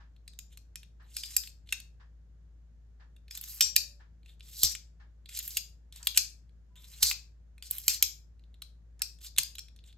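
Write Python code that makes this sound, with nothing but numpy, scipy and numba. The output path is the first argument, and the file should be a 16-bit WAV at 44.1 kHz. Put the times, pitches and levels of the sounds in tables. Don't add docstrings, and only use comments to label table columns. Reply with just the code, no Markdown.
import sys
import numpy as np
from scipy import signal
from scipy.fft import rfft, irfft, next_fast_len
from scipy.io import wavfile
from numba import njit

SR = 44100
rng = np.random.default_rng(int(sys.argv[2]) if len(sys.argv) > 2 else 0)


def pcm_store(signal):
    levels = np.round(np.clip(np.atleast_2d(signal), -1, 1) * 32767)
    wavfile.write(sys.argv[1], SR, levels.astype(np.int16).T)


N = 439677

# f/Hz, level/dB
HUM_LINES = [(56.3, -54), (168.9, -78)]
# f/Hz, level/dB
AIR_COLOUR = [(30, -28.5), (45, -10.5), (65, 0), (120, -6), (250, -18), (500, -23.5), (1000, -34),
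              (1700, -33.5), (2500, -40.5), (5000, -42.5), (7000, -41.5), (8500, -52), (16000, -56.5)]
# f/Hz, likeness (1 is the same, 0 or less is unrelated)
AIR_LIKENESS = [(60, 0.63), (180, 0.94), (550, -0.55), (1650, 0.28), (4970, -4.5), (15000, -1.2)]
# f/Hz, level/dB
TICK_COLOUR = [(240, -52), (400, -17), (431, -26), (849, -7.5), (1530, -9.5), (1730, -2), (2040, -15.5),
               (5220, -22.5), (8000, -39), (10400, -74.5), (17600, -120)]
# f/Hz, level/dB
METAL_COLOUR = [(200, -69.5), (400, -53), (800, -53), (1250, -19.5), (2050, -12.5), (2500, -9), (4100, 6.5),
                (6000, -1), (7400, -0.5), (10100, 1), (12700, 3), (14000, -12), (15700, -3.5), (16300, -32),
                (17500, -60)]
# f/Hz, level/dB, t60/s (time to fade by 60 dB)
BLADE_MODES = [(3140, -8, .12), (3623, -15, .1), (3871, -14, .1), (5090, -7, .1), (5420, -10, .12),
               (5733, -2, .2), (5825, -10, .15), (7413, -2, .2), (7460, -8, .2), (9480, -16, .12),
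               (13140, -20, .12)]
# f/Hz, level/dB, t60/s
HANDLE_MODES = [(2430, -2, .1), (2475, -5, .08), (3740, -13, .06), (4420, -10, .06), (4750, -11, .05),
                (5160, -9, .07), (6490, -7, .07), (7420, -3, .09), (7530, -4, .08), (2620, -1, .08),
                (8650, -14, .06), (12450, -16, .06), (13100, -16, .06)]
# t/s, force/dB, dull/dB, bright/dB, struck spot f/Hz
TOUCHES = [(0.163, -64, 18.5, -36, 3900), (0.278, -35, -23, -25, 3690), (0.334, -48.5, -3, -17, 3780),
           (0.389, -31.5, 7, -1, 6980), (0.5729, -37, 1, -6, 4090), (0.831, -44, 13, -8, 2840),
           (1.436, -40.5, 16.5, -17, 7570), (1.4575, -45, 6.5, -12, 4870), (1.4733, -34.5, 7, -8, 4444),
           (1.673, -51.5, 10, -26, 4130), (1.69, -50, 21, -13, 3874), (1.801, -32.5, 1.5, -5.5, 4570),
           (3.164, -51.5, 10.5, -28, 2860), (3.281, -52.5, 19, -10.5, 2663), (3.3093, -30.5, 4, -13, 5110),
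           (3.3506, -31, -3.5, -7, 7420), (3.3737, -31.5, -21, 9, 3620), (3.4116, -34.5, -6.5, 11, 4370),
           (3.4384, -33, -0.5, 6, 6930), (3.7585, -39.5, 19, 17, 7400), (4.2308, -64, 16.5, -18, 2520),
           (4.26, -51, -5, -15.5, 2660), (4.396, -51.5, 6.5, -14, 4590), (4.4062, -47.5, 16.5, -26, 3635),
           (4.571, -44, -13, -8, 7700), (5.258, -44.5, 13.5, -19, 3730), (5.291, -41.5, 15.5, -28, 4660),
           (5.372, -35, 12, 10, 8060), (5.3891, -27.5, -25, 10.5, 7000), (5.4265, -49, -9, 22, 3370),
           (5.477, -32.5, 7.5, 13, 7250), (5.9243, -39.5, -2, -15, 3820), (5.9599, -33.5, -6, -13, 4480),
           (6.0283, -33.5, 2, -20.5, 7470), (6.147, -33.5, 10.5, -11, 3896), (6.4933, -68, 17, -27, 2477),
           (6.756, -51, -7, -1, 3356), (6.843, -43.5, -8.5, -28, 3650), (7.5797, -47.5, 9.5, -22, 2600),
           (7.6242, -31, 6, -26, 4680), (7.7824, -39, -27, 20, 3200), (8.394, -65.5, 18, -35, 3287),
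           (8.4377, -69, 19, -31, 3725), (8.542, -57, 15, -26, 3850), (8.9931, -47, 4.5, -20, 7100),
           (9.1866, -54.5, 11, -21, 7350), (9.214, -46, -1, -23, 4020), (9.3628, -35.5, -1, -28, 3650),
           (9.3762, -25, 6, -17, 3930), (9.4323, -24, -8, 2, 5050), (9.5527, -33.5, -7, -5, 3840),
           (9.5832, -32, 12, -20, 7340), (9.5912, -30, -15, -4, 5500), (9.6832, -52.5, 18, -23, 3450),
           (9.7619, -46.5, -1, -25, 3720), (9.7893, -65, 26, -28.5, 3630), (9.839, -54, 12, -26, 3730),
           (9.9264, -53.5, 14, -35, 3690)]
# t/s, force/dB, dull/dB, bright/dB, chatter t60/s, blade ring/dB, spot ring/dB, spot f/Hz
STOPS = [(0.7566, -20, 2, -16, 0.0066, -48, -61, 7760),
         (1.1667, -16.5, 3.5, -19.5, 0.011, -39.5, -27.5, 5360),
         (1.2348, -28.5, 8.5, -18.5, 0.021, -29, -13, 4900), (1.365, -12, -2.5, 7, 0.015, -37, -11, 7470),
         (1.7239, -15.5, 7, -9, 0.022, -51, -15.5, 2680), (3.6072, -7.5, 5.5, -3.5, 0.023, -14, -26, 5660),
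         (3.6226, -15, -12.5, -14.5, 0.026, -35, -25, 5840),
         (3.7626, -2, -1.5, -5.5, 0.016, -35.5, -29.5, 4640),
         (4.6327, -3, -22.5, 3.5, 0.011, -24, -20, 7360), (4.7504, -26.5, 11.5, -30, 0.013, -40, -19, 7460),
         (5.5692, -14.5, 4, -5, 0.034, -38, -34.5, 4380), (6.07, -12.5, -4.5, 0, 0.017, -43.5, -15, 3290),
         (6.1739, -4, 2.5, -9, 0.023, -41, -22, 7430), (7.0276, -7.5, -10.5, -6.5, 0.028, -45.5, -23, 4080),
         (7.1123, -18.5, 7, 3, 0.0092, -27.5, -5.5, 2660),
         (7.7097, -26.5, -14.5, 16.5, 0.013, -33.5, -20.5, 3720),
         (7.8804, -2.5, -3, 4, 0.0088, -29, -19.5, 7740), (8.0244, -5, 1.5, 2, 0.018, -31.5, -25.5, 6820),
         (8.6194, -31.5, -2, -10.5, 0.02, -41.5, -13, 4020),
         (9.0187, -12.5, -5, -3, 0.013, -38, -24.5, 2590), (9.3827, -8, 0.5, -4, 0.027, -40, -15, 4170)]
# loudest t/s, length/s, level/dB, dull/dB, bright/dB, groove f/Hz
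RUBS = [(0.295, 0.11, -76, 2, -10, 3970), (0.532, 0.058, -66.5, 13, -14, 4000),
        (1.708, 0.094, -59, 8.5, -13.5, 4200), (4.298, 0.095, -62, 13, -9.5, 3490),
        (5.975, 0.095, -48.5, 1, -7.5, 3840), (6.057, 0.067, -55.5, -2, 3.5, 4100),
        (6.1, 0.084, -55, -17, -6, 4000), (6.167, 0.044, -35, 7.5, -12.5, 4200),
        (9.252, 0.09, -43.5, -4, -6, 3520), (9.887, 0.085, -57.5, 3.5, -16, 3470)]
# start t/s, end t/s, start level/dB, end level/dB,
# dull/dB, bright/dB, groove level/dB, groove start f/Hz, groove end f/Hz
SLIDES = [(1.024, 1.154, -77.5, -53, 5, -16, -62, 3830, 4520),
          (1.23, 1.373, -46, -51.5, -6, -12, -39.5, 4370, 3800),
          (3.308, 3.384, -52.5, -53, 1.5, -5, -42.5, 4420, 3700),
          (3.421, 3.615, -51.5, -45, -10, 5, -42.5, 3630, 4170),
          (4.428, 4.629, -66, -40, -4, -4, -55, 3480, 4000),
          (5.292, 5.404, -51.5, -43.5, 4, -9, -58, 4060, 3900),
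          (5.428, 5.565, -44, -47.5, -4, 3.5, -44.5, 4030, 4340),
          (6.761, 7.026, -71.5, -44, -2.5, -10, -46.5, 3450, 4470),
          (7.705, 7.915, -47, -51.5, -5, 0.5, -41.5, 3900, 4540)]
# t/s, length/s, start level/dB, dull/dB, bright/dB
RATTLES = [(1.166, .045, -41, -7.5, -9), (1.43, .07, -52, 1.5, -2.5), (3.612, 0.09, -34, -3, -15.5),
           (4.644, 0.0845, -27.5, -7, -7), (7.027, 0.1, -23.5, -10, -3.5), (7.63, 0.062, -50.5, 6, -3),
           (7.896, 0.078, -31, 5.5, -6)]
# multiple of its pitch, level/dB
GROOVE_TONES = [(1, -0.5), (2.049, -10), (3.2, -7)]
# t/s, level/dB
THUMPS = [(3.616, -46), (4.642, -36), (6.177, -60), (7.038, -42.5), (7.884, -60), (8.031, -53),
          (9.021, -62.5), (9.391, -44)]
# t/s, length/s, f/Hz, level/dB
FAR_TONES = [(3.7, 0.31, 579.4, -78), (6.697, 0.18, 996, -80.5)]
# f/Hz, t60/s
ROOM_DECAY = [(300, 0.18), (1500, .3), (4000, 0.28), (8000, 0.27), (15000, .24)]
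# f/Hz, level/dB
WIDE_COLOUR = [(300, -2.5), (800, -6.5), (1500, -14.5), (3000, -13.5), (5500, 0), (8000, -14), (10000, -31)]

LOWEST_HZ = 1100
DULL_HZ, BRIGHT_HZ = 3351, 10800
HZ = np.maximum(np.fft.rfftfreq(2 * next_fast_len((N + SR) // 2), 1 / SR), 1)
FFT_SIZE = 2 * (len(HZ) - 1)


def from_db(db):
    return 10 ** (np.asarray(db) / 20)


def rms_one(x):
    return x / np.sqrt(np.mean(x ** 2) + 1e-20)


def at_hz(points, hz):
    return np.interp(np.log(hz), np.log(np.array(points)[:, 0]), np.array(points)[:, 1])


def through(x, response):
    return irfft(rfft(x, FFT_SIZE) * response, FFT_SIZE)[..., :N]


def keep_band(x, order, hz, kind):
    return signal.sosfilt(signal.butter(order, hz, kind, fs=SR, output="sos"), x)


def causal(colour):
    cepstrum = irfft(np.log(from_db(at_hz(colour, HZ))))
    cepstrum[1:len(HZ) - 1] *= 2
    cepstrum[len(HZ):] = 0
    return np.exp(rfft(cepstrum))


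def drift(rate_hz):
    r = np.exp(-2 * np.pi * rate_hz / SR)
    return rms_one(signal.lfilter([1], [1, -2 * r, r * r], rng.standard_normal(N + SR)))[SR:]


def ring(drive, hz, t60):
    r, w = from_db(-60 / (t60 * SR)), 2 * np.pi * hz / SR
    return signal.lfilter([0, np.sin(w)], [1, -2 * r * np.cos(w), r * r], drive + 1e-18)


@njit
def moving_ring(drive, hz, width_hz):
    r, out = np.exp(-np.pi * width_hz / SR), np.zeros(len(drive))
    for i in range(2, len(drive)):
        feedback = 2 * r * np.cos(2 * np.pi * hz[i] / SR)
        out[i] = (1 - r) * drive[i] + feedback * out[i - 1] - r * r * out[i - 2]
    return out


def hum():
    turn = 2 * np.pi * np.arange(N) / SR + 0.0014 * drift(4.0)
    motor = sum(np.sqrt(2) * from_db(db + .6 * drift(3.6)) * np.sin(hz * turn) for hz, db in HUM_LINES)
    return motor * from_db([[.9], [-.9]])


def air(level_db=-65):
    alike, colour = np.clip(at_hz(AIR_LIKENESS, HZ), 0, 1), from_db(at_hz(AIR_COLOUR, HZ))
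    mid = through(rng.standard_normal(N), colour * np.sqrt(1 + alike))
    side = through(rng.standard_normal(N), colour * np.sqrt(1 - alike))
    return from_db(level_db) * rms_one(np.array([mid + side, mid - side]))


def clock(first_s=-0.0038, every_s=1.0, rise_s=.01, fall_s=.035):
    age = (np.arange(N) / SR - first_s) % every_s
    puffs = from_db(-56.5) * (1 - np.exp(-age / rise_s)) * np.exp(-age / fall_s)
    return puffs * rms_one(through(rng.standard_normal((2, N)), from_db(at_hz(TICK_COLOUR, HZ))))


def clacks(touch_t60=0.014, touch_blade_db=-34, touch_spot_db=-15, handle_db=-33, scatter_db=2.5):
    contacts = STOPS + [(s, db, dull_db, bright_db, touch_t60, touch_blade_db, touch_spot_db, hz)
                        for s, db, dull_db, bright_db, hz in TOUCHES]
    span = 2000
    force, rings = np.zeros((3, N + span)), np.zeros(N + span)
    t = np.arange(span) / SR
    attack = 1 - np.exp(-t / 0.00044)
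    for s, db, dull_db, bright_db, t60, _, spot_db, hz in contacts:
        i = round(s * SR)
        chatter = rng.standard_normal(span) * attack * from_db(db - 60 * t / t60)
        force[:, i:i + span] += chatter * from_db([[dull_db], [0], [bright_db]])
        rings[i:i + span] += ring(chatter * from_db(spot_db), hz, t60=.008)
    s, db, dull_db, _, _, blade_db, _, _ = np.transpose(contacts)
    starts, rings = np.round((s + 0.0015) * SR).astype(int), rings[:N]
    modes = BLADE_MODES + HANDLE_MODES
    scatter = scatter_db * rng.standard_normal((len(contacts), len(modes)))
    grip_db = 0.077 * db
    for k, (hz, mode_db, t60) in enumerate(modes):
        part_db = blade_db if k < len(BLADE_MODES) else handle_db
        wake_db = (hz < DULL_HZ) * .6 * dull_db
        blows = np.zeros(N)
        blows[starts] = from_db(db + part_db + wake_db + grip_db + mode_db + scatter[:, k])
        rings += ring(blows, hz, t60)
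    return force[:, :N], rings


def strokes(rattle_fall_db_per_s=152.5, rattle_hz=4700, rub_swell_db=18.5):
    for s, end, db, end_db, dull, bright, groove, hz, end_hz in SLIDES:
        yield [s, end], [db, end_db], [hz, end_hz], dull, bright, [groove - db, groove - end_db]
    for s, length, db, dull, bright in RATTLES:
        end_db = db - rattle_fall_db_per_s * length
        yield [s, s + length], [db, end_db], [rattle_hz] * 2, dull, bright, 4.5
    for s, length, db, dull, bright, hz in RUBS:
        swell_db = [db - rub_swell_db, db, db - rub_swell_db]
        yield [s - length / 2, s, s + length / 2], swell_db, [hz] * 3, dull, bright, 6


def rasp(grains_per_s=4000, waver_hz=20, waver_db=3.5, overtone_waver_db=6.5, sing_db=-30.5):
    time, groove_hz = np.arange(N) / SR, np.full(N, 3700.)
    level = np.zeros((4, N))
    for s, db, hz, dull_db, bright_db, groove_db in strokes():
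        now = slice(round((s[0] - .006) * SR), round((s[-1] + .012) * SR))
        fade = np.interp(time[now], [s[0] - .006, s[0], s[-1], s[-1] + 0.013], [0, 1, 1, 0])
        for k, part_db in enumerate((dull_db, 0, bright_db, groove_db)):
            level[k, now] += fade * from_db(np.interp(time[now], s, np.add(db, part_db)))
        groove_hz[now] = np.interp(time[now], s, hz)
    level *= from_db([waver_db * drift(waver_hz) for _ in level])
    sizes = from_db(2.5 * np.minimum(rng.exponential(1, N), 5)) * rng.choice([-1, 1], N)
    catches = rng.random(N) < grains_per_s / SR
    grains = rms_one(sizes * catches) * from_db(0.95 * drift(66))
    hoot = 0
    for multiple, db in GROOVE_TONES:
        gain = from_db(db + overtone_waver_db * (multiple > 1) * drift(waver_hz))
        pitch = multiple * groove_hz * (1 + .02 * drift(waver_hz))
        hoot += moving_ring(grains * level[3] * gain + 1e-18, pitch, width_hz=330)
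    singing = sum(ring(grains * level[1] * from_db(db + sing_db), hz, .3 * t60)
                  for hz, db, t60 in HANDLE_MODES[6:9])
    return grains * level[:3], hoot + singing


def knife():
    blows, rings = clacks()
    rubbing, rasp_rings = rasp()
    dull, middle, bright = blows + rubbing + 1e-18
    force = (keep_band(dull, 2, [LOWEST_HZ, DULL_HZ], "band")
             + keep_band(middle, 3, [DULL_HZ, BRIGHT_HZ], "band")
             + keep_band(bright, 3, BRIGHT_HZ, "high"))
    colour = causal(METAL_COLOUR)
    colour /= np.sqrt(np.mean(np.abs(colour) ** 2))
    return through(force, colour) + keep_band(rings + rasp_rings, 4, LOWEST_HZ, "high")


def room(x, gap_s=0.0057, tail_db=-13.5, wide_pan_db=7, echo_s=0.0033, echo_db=-10, split_hz=5800):
    t, tail = np.arange(SR // 2) / SR, 0
    white, edges = rng.standard_normal((3, SR // 2)), 250 * 2 ** np.arange(0, 6.6, .5)
    for low, high in zip(edges, edges[1:]):
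        band = keep_band(white, 2, [low, min(high, .45 * SR)], "band")
        tail += band * from_db(-60 * t / at_hz(ROOM_DECAY, np.sqrt(low * high)))
    tail *= np.clip(t / gap_s - .5, 0, 1)
    tail = rfft(tail / np.sqrt(np.sum(tail[0] ** 2)), FFT_SIZE)
    wide = tail[1:] * from_db(at_hz(WIDE_COLOUR, HZ) + [[wide_pan_db / 2], [-wide_pan_db / 2]])
    echo = from_db(echo_db) * np.exp(-2j * np.pi * HZ * echo_s)
    near = 1 + echo + from_db(tail_db) * tail[0]
    treble = 1 / (1 + (split_hz / HZ) ** 8)
    lag_s, lead_s = .000148, .000035
    left = treble * np.exp(-2j * np.pi * HZ * lag_s)
    left += (1 - treble) * from_db(-0.5) * np.exp(2j * np.pi * HZ * lead_s)
    echo_pan = (1 - treble) * echo * [[.6], [-.6]]
    return through(x, np.array([near * left, near]) + wide + echo_pan)


def thumps(table_hz=64):
    jolts = np.zeros(N)
    for s, db in THUMPS:
        jolts[round(s * SR)] = from_db(db)
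    push = signal.lfilter([.03], [1, -.97], jolts + 1e-18)
    return (ring(push, table_hz, t60=0.21)
            + from_db(-3.5) * ring(push, 2.1 * table_hz, t60=0.12)
            + from_db(7.5) * ring(push, 5.0 * table_hz, t60=0.01))


def far_tones(fade_s=0.02):
    time, out = np.arange(N) / SR, 0
    for s, length, hz, db in FAR_TONES:
        shape = np.interp(time, [s, s + fade_s, s + length - fade_s, s + length], [0, 1, 1, 0])
        out += shape * np.sqrt(2) * from_db(db + 2.5 * drift(12)) * np.sin(2 * np.pi * hz * time)
    return out


def scene():
    return room(knife()) + thumps() + clock() + hum() + air() + far_tones()


def record(dry, cutoff_hz=16900):
    return signal.sosfilt(signal.cheby2(12, 70, cutoff_hz, fs=SR, output="sos"), np.tanh(dry))


dry = scene()
out = record(dry)
pcm_store(out)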